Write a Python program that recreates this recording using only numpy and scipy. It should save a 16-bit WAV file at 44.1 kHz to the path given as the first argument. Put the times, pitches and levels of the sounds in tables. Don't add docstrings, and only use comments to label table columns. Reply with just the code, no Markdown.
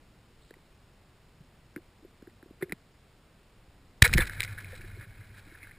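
import sys
import numpy as np
from scipy import signal
from scipy.fft import rfft, irfft, next_fast_len
from scipy.io import wavfile
from scipy.ndimage import uniform_filter1d, map_coordinates

SR = 44100
rng = np.random.default_rng(int(sys.argv[2]) if len(sys.argv) > 2 else 0)


def natural_amplitude(level_db):
    exponent = np.asarray(level_db, float) / 20
    return 10 ** exponent


def wrap_up_sound(samples):
    columns = np.atleast_2d(samples).T
    tamed = np.clip(columns, -1, 1)
    steps = np.round(tamed * 32767).astype(np.int16)
    wavfile.write(sys.argv[1], SR, steps)


N = 254898


def unit(x):
    return x / np.sqrt(np.mean(x ** 2) + 1e-20)


def curves(rows):
    s, *columns = np.transpose(rows)
    return [np.interp(np.arange(N) / SR, s, column) for column in columns]


def filtered(x, response):
    size = next_fast_len(N + SR // 2)
    return irfft(rfft(x, size) * response(np.fft.rfftfreq(size, 1 / SR)), size)[:N]


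def resonant(x, modes):
    def response(f):
        total = 0
        for k, (centre, width, db) in enumerate(modes):
            damping = 1j * f * width
            total = total + (-1) ** k * natural_amplitude(db) * damping / (centre * centre - f * f + damping)
        return total
    return filtered(x, response)


def band(lo_hz, hi_hz):
    def response(f):
        low_cut = (f / lo_hz) ** 2 / (1 + (f / lo_hz) ** 2)
        return low_cut / (1 + (f / hi_hz) ** 2)
    return unit(filtered(rng.standard_normal(N), response))


def coloured(spectrum):
    f, db = np.transpose(spectrum)
    return unit(filtered(rng.standard_normal(N), lambda hz: natural_amplitude(np.interp(np.log(hz + 1), np.log(f + 1), db))))


def grit(rate, spread_db):
    knots = rng.standard_normal(int(N * rate / SR) + 4)
    loudness_db = spread_db * map_coordinates(knots, [np.arange(N) * rate / SR])
    return natural_amplitude(loudness_db) * rng.standard_normal(N)


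def add(track, s, piece):
    part = track[round(s * SR):][:len(piece)]
    part += piece[:len(part)]


def swell(t, rise, length):
    shape = (1 - np.exp(-(t / rise) ** 2)) * np.exp(-(t / length) ** 2)
    return shape / shape.max()


# (frequency [Hz], width [Hz], level [dB])
WINDOW = [(2840, 150, -7), (3950, 260, 0), (5250, 130, -23.5)]
# (frequency [Hz], width [Hz], level [dB])
SEAL = [(4600, 4800, -7)]


def strike(contacts, length_ms, body_db):
    ring, snap, thud = np.zeros(N), np.zeros(N), np.zeros(N)
    t = np.arange(SR // 8) / SR
    length = length_ms / 1000
    for s, db, hz, bright_db in contacts:
        second = np.sin(2 * np.pi * 1.149 * hz * t + 2 * np.pi * rng.random())
        beat = 0.98 * np.sin(2 * np.pi * hz * t) + 0.42 * second
        burst = swell(t, 0.0005, 0.64 * length) * rng.standard_normal(len(t))
        add(ring, s - 0.0003, natural_amplitude(db) * swell(t, 0.0011, length) * beat)
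        add(snap, s - 0.0003, natural_amplitude(db + bright_db + 15.5) * burst)
        add(thud, s, natural_amplitude(db + body_db + 13.5) * swell(t, 0.00016, 0.00026))
    tail = resonant(ring, [(1720, 160, -24), (2170, 150, -24)])
    return ring + tail + resonant(snap, WINDOW + SEAL) + resonant(thud, [(900, 1300, 0.00077)])


def padded_blows(blows):
    out, t = np.zeros(N), np.arange(SR // 4) / SR
    for s, db, hz, length in blows:
        overtone = 0.18 * np.sin(2 * np.pi * 1.366 * hz * t + 2 * np.pi * rng.random())
        cycles = np.sin(2 * np.pi * hz * t) + overtone
        add(out, s - 0.0015, natural_amplitude(db) * swell(t, 0.2 * length, length) * cycles)
    return out


# (frequency [Hz], level per Hz [dB])
AMPLIFIER_HISS = [(12, -45), (20, 1), (85, -3), (137, -4), (301, -13.5), (324, -13), (421, -14), (463, -15),
                  (630, -17.5), (2220, -22), (5900, -28.5), (7670, -55), (13000, -120)]
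# (time [s], level [dB])
MOTION = [(0, -62.5), (1.2, -67.5), (1.8, -63), (2, -64), (2.4, -61), (2.8, -73), (3.1, -65), (3.46, -67),
          (3.86, -55), (3.99, -55.5), (4.14, -25), (4.18, -29), (4.36, -45), (4.85, -46), (5.09, -52),
          (5.78, -58)]


def water():
    motion_db, = curves(MOTION)
    hiss = natural_amplitude(-60) * coloured(AMPLIFIER_HISS)
    slosh = natural_amplitude(motion_db - 3.5) * band(11, 55)
    gurgle_level = natural_amplitude(-68.5) + natural_amplitude(motion_db - 16)
    return hiss + slosh + gurgle_level * natural_amplitude(-5.5) * band(130, 330)


def creak():
    t = np.arange(N) / SR
    stroke = np.clip((t - 0.37) / 0.057, 0, 1) * (t < 0.505)
    squeak = resonant(grit(rate=140, spread_db=5.5), [(3900, 900, 4), (4640, 550, -7)])
    return natural_amplitude(-66.5) * stroke * unit(squeak)


# (time [s], peak level [dB], ring [Hz], brightness [dB])
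HANDLING = [(.5072, -45.5, 1740, -12), (.5397, -47, 2000, -18), (1.7613, -37, 1540, -20),
            (1.7617, -38.5, 2150, -25), (1.7757, -48, 1640, -27), (2.2218, -53, 1590, -11),
            (2.2717, -51, 1580, -20), (2.2974, -56, 1980, -20), (2.4269, -49, 1570, -19),
            (2.6137, -45, 1390, -31), (2.624, -26.5, 1890, -28), (2.628, -30.5, 1950, -36),
            (2.6953, -42.5, 1950, -20), (2.71, -49, 1680, -19), (2.7219, -23.5, 2030, -15)]


def handling():
    return strike(HANDLING, length_ms=2.67, body_db=-17)


# (time [s], peak level [dB], ring [Hz], length [s])
KNOCKS = [(.511, -40, 374, 0.0035), (.54, -57, 900, 0.0035), (0.567, -53, 355, 0.01),
          (1.406, -43.5, 147, 0.013), (1.764, -31.5, 318, 0.0095), (1.765, -38.5, 168, .009),
          (1.778, -42, 338, 0.014), (2.026, -51, 310, 0.014), (2.049, -42.5, 365, 0.01),
          (2.227, -40, 276, 0.0048), (2.275, -41, 348, 0.0086), (2.431, -42.5, 332, 0.0063),
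          (2.46, -48, 350, 0.0086), (2.51, -40.5, 278, 0.0057), (2.608, -45.5, 376, 0.022),
          (2.6262, -24, 369, 0.013), (2.627, -36, 500, 0.007), (2.628, -34.5, 161, 0.012),
          (2.652, -51, 383, 0.027), (2.679, -49, 373, 0.02), (2.7, -44, 300, 0.014),
          (2.7266, -29, 290, 0.0033), (2.7312, -32.5, 186, 0.0063)]


def knocks():
    return padded_blows(KNOCKS)


# (start [s], length [s], rms level [dB], brightness [dB])
SCRAPES = [(1.759, 0.014, -57, -18), (2.607, 0.046, -50.5, -13), (2.69, 0.033, -59, -18),
           (2.724, 0.013, -51.5, -7), (4.03, 0.0096, -36, -2.5), (4.037, 0.022, -19.5, -8),
           (4.049, .026, -22.5, -11), (4.063, .05, -48, -3), (4.126, 0.028, -34, -1),
           (4.17, 0.024, -33, -1), (4.19, .052, -29.5, -14), (4.235, 0.022, -49, -22),
           (4.269, 0.015, -44.5, 0), (4.6, 0.016, -53, -1), (5.366, 0.043, -60.5, -10),
           (4.392, 0.027, -43, -4), (4.425, 0.028, -46.5, 3), (4.446, 0.0098, -49, 2),
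           (4.572, 0.041, -50.5, -16), (4.987, 0.076, -56.5, -24), (5.525, 0.09, -66, -26),
           (5.616, 0.098, -65, -20)]
# (time [s], level [dB])
RUB = [
    (4.04, -63),
    (4.12, -47.5),
    (4.2, -45),
    (4.26, -48),
    (4.47, -50),
    (4.79, -54.5),
    (5.18, -62),
    (5.54, -57),
    (5.77, -64),
]
# (frequency [Hz], width [Hz], level [dB])
WALLS = [(498.4, 50, -11.5), (1043, 86, -20.5), (1464, 130, -0.5), (1635, 220, 2.5), (2213, 156, 3.5),
         (2430, 69, 2.5)]


def friction():
    t = np.arange(N) / SR
    rub_db, = curves(RUB)
    clumps = map_coordinates(rng.standard_normal(size=200), [t * 14])
    body = natural_amplitude(rub_db + 1.5 * clumps) * (t > RUB[0][0])
    edge = body * natural_amplitude(-8.5)
    for s, length, db, bright_db in SCRAPES:
        progress = np.clip((t - s) / length, 0, 1)
        stroke = natural_amplitude(db) * np.sin(np.pi * progress ** 0.86) ** 0.95
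        body = body + stroke
        edge = edge + stroke * natural_amplitude(bright_db)
    slips = unit(grit(rate=180, spread_db=3.0))
    panels = np.zeros(N)
    for mode in WALLS:
        own_slips = unit(grit(rate=110, spread_db=4))
        panels += resonant(0.44 * slips + own_slips, [mode])
    walls = resonant(panels, [(1950, 660, 0.25), (500, 310, 1.3)])
    window = resonant(slips, WINDOW + [(4400, 5800, -7)])
    return body * unit(walls) + edge * unit(window)


# (time [s], peak level [dB])
PINGS = [
    (2.626, -48),
    (4.2047, -26.5),
]


def pings():
    ping_hz, bright_db = 3540, -28
    return strike([(s, db, ping_hz, bright_db) for s, db in PINGS], length_ms=7.5, body_db=-30)


# (time [s], peak level [dB], ring [Hz], brightness [dB])
RELEASE = [
    (4.021, -10.5, 1770, -8),
    (4.0227, -1.1, 1815, -9),
    (4.0245, -5, 2270, -7.5),
]


def release():
    return strike(RELEASE, length_ms=2.04, body_db=-20.5)


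# (centre [s], peak level [dB], swing [Hz], half width [s], direction and strength
JOLTS = [(4.024, -6.5, 145, 0.00098, -0.63), (4.0275, -7, 85, 0.0029, 0.98),
         (4.0332, -13.5, 69.6, 0.0023, -1), (4.042, -23, 50, .004, 0.68), (4.118, -28, 110, 0.0034, -1.1),
         (4.19, -30, 50, .005, -1), (4.1529, -19.5, 150, 0.0013, 0.96), (4.158, -13.5, 150, 0.00106, 0.82),
         (4.162, -9.5, 91.5, 0.0023, -0.78), (4.172, -15, 36.1, 0.006, 1), (4.198, -24.5, 150, .0028, 1),
         (4.21, -20, 30, 0.012, 1), (4.225, -34, 69.6, .005, -1)]


def jolts():
    t, out = np.arange(N) / SR, np.zeros(N)
    for s, db, hz, half, direction in JOLTS:
        push = np.exp(-0.5 * ((t - s) / half) ** 2)
        out += direction * natural_amplitude(db) * push * np.cos(2 * np.pi * hz * (t - s))
    return out


# (peak time [s], level [dB], hum [Hz], half length [s])
TUGS = [(4.067, -37, 95.5, 0.026), (4.12, -36.5, 91.4, 0.046), (4.2, -27, 85.4, .02),
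        (4.386, -37.5, 98.2, 0.039), (4.527, -39.5, 103.6, .04), (4.674, -41.5, 93.8, 0.03),
        (4.772, -45.5, 94.4, 0.032), (4.88, -44, 100, 0.022), (4.937, -44.5, 92.7, .02),
        (4.99, -45, 106, 0.019), (5.082, -52, 104.1, .03), (5.218, -45.5, 103, 0.018),
        (5.348, -53, 100, 0.066), (5.652, -57, 98.4, 0.024)]


def strum():
    t = np.arange(N) / SR
    _, hz, _ = curves(TUGS)
    level = natural_amplitude(-63.5)
    for s, db, _, half in TUGS:
        level = level + natural_amplitude(db) * np.exp(-0.5 * ((t - s) / half) ** 2)
    phase = 2 * np.pi * np.cumsum(hz + 4 * band(3.5, 14)) / SR
    broken_tone = unit(1 + 0.4 * band(4, 16)) * np.sqrt(2) * np.sin(phase)
    wake = unit(resonant(rng.standard_normal(N), [(100, 34, 4), (167, 70, -5.5)]))
    return level * (t > RUB[0][0]) * (0.74 * broken_tone + 0.27 * wake)


# (time [s], peak level [dB], ring [Hz])
BUMPS = [(4.063, -32, 484), (4.177, -26, 162), (4.183, -25, 340), (4.186, -30, 510), (4.394, -49, 149),
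         (4.397, -49.5, 340), (4.398, -50.5, 500), (4.797, -50, 343), (5.471, -51, 291), (5.635, -55, 291),
         (4.729, -42, 508), (4.842, -46, 350), (4.972, -47.5, 363), (5.24, -54.5, 164), (5.47, -54, 174),
         (5.52, -50.5, 327)]


def bumps():
    length = 0.013
    return padded_blows([(*row, length) for row in BUMPS])


# (time [s], peak level [dB], ring [Hz], brightness [dB])
CLATTER = [(4.0665, -22, 1670, -29), (4.077, -27.5, 1780, -1), (4.0946, -30, 1470, -26),
           (4.13, -16, 1950, -28), (4.1378, -16.5, 2250, -1.5), (4.1365, -14.5, 2330, -15.5),
           (4.148, -34, 2320, -12), (4.1757, -19, 1810, -27), (4.1803, -21.5, 1530, -2.5),
           (4.1814, -11.5, 1830, -31), (4.1896, -18, 1840, -25), (4.2553, -35, 2040, -5),
           (4.2742, -32.5, 2030, -8), (4.2964, -24, 1760, -15.5), (4.3338, -34, 1730, -24),
           (4.3985, -30, 2200, -16), (4.4046, -16, 2210, -11.5), (4.4195, -29.5, 1872, -8),
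           (4.4306, -24, 2100, -12), (4.4364, -32, 2316, -1), (4.4475, -28, 2120, -14),
           (4.753, -50, 1960, -1)]


def clatter():
    return strike(CLATTER, length_ms=1.9, body_db=-31)


# (time [s], peak level [dB], ring [Hz])
FLICKS = [(4.4772, -38, 2110), (4.5785, -36, 1590), (4.5847, -36.5, 1680), (4.6442, -36.5, 2200),
          (4.7215, -43, 1800), (4.8094, -46, 1654), (4.8155, -44, 2316), (5.01, -43, 1604),
          (5.37, -53, 1550), (5.6296, -40, 2097), (5.635, -42.5, 2182), (5.6698, -42.5, 1530),
          (5.7102, -46, 1800), (5.715, -45, 2080)]


def flicks():
    bright_db = -24
    return strike([(*row, bright_db) for row in FLICKS], length_ms=4, body_db=-34)


def scene():
    before_shot = water() + creak() + handling() + knocks() + friction() + pings()
    shot = release() + jolts() + strum() + bumps() + clatter() + flicks()
    return np.tile(before_shot + shot, (2, 1))


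# (frequency [Hz], level per Hz [dB])
APART = [(35, -39.5), (60, -15.5), (215, 5), (593, -2), (2220, -4.5), (5150, -6), (5990, -26), (6820, -9),
         (9030, -13.5), (10500, -31), (13600, -59), (22000, -120)]


def difference(x):
    hiss, common = signal.stft([natural_amplitude(-78) * coloured(APART), x], nperseg=512)[2]

    def power(cells):
        over_pitch = uniform_filter1d(np.abs(cells) ** 2, size=12, axis=0)
        return uniform_filter1d(over_pitch, size=5, axis=1)
    uncovered = power(common) < natural_amplitude(2 * 24) * power(hiss)
    return signal.istft(hiss * uncovered, nperseg=512)[1][:N]


def roll_off(x):
    return signal.sosfilt(signal.butter(12, 17570, fs=SR, output="sos"), x)


def record(dry):
    camera_hz = 12000
    smooth = signal.sosfilt(signal.cheby1(10, 0.5, 5600, fs=SR, output="sos"), dry[0])
    smooth = np.roll(smooth, -9)
    slow = signal.resample(smooth, round(N * 4 * camera_hz / SR))[::4]
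    clipped = slow / (1 + np.abs(slow / 0.7) ** 8) ** (1 / 8)
    held = signal.resample(np.repeat(clipped, repeats=4), N)

    def edge(hz, top_hz):
        return np.clip((top_hz - hz) / 250, 0, 1) ** 2

    def treble_limit(hz):
        return edge(hz, 15550) + natural_amplitude(-30) * edge(hz, 16900) + natural_amplitude(-46) * edge(hz, 17700)
    held = filtered(held, treble_limit)
    loudness = np.sqrt(np.abs(uniform_filter1d(held ** 2, size=600)))
    loud_noise = natural_amplitude(-42.5) * loudness * (loudness > natural_amplitude(-21)) * band(120, 3000)
    side = difference(held) + loud_noise
    return roll_off(np.array([held + side, held - side]))


dry = scene()
out = record(dry)
wrap_up_sound(out)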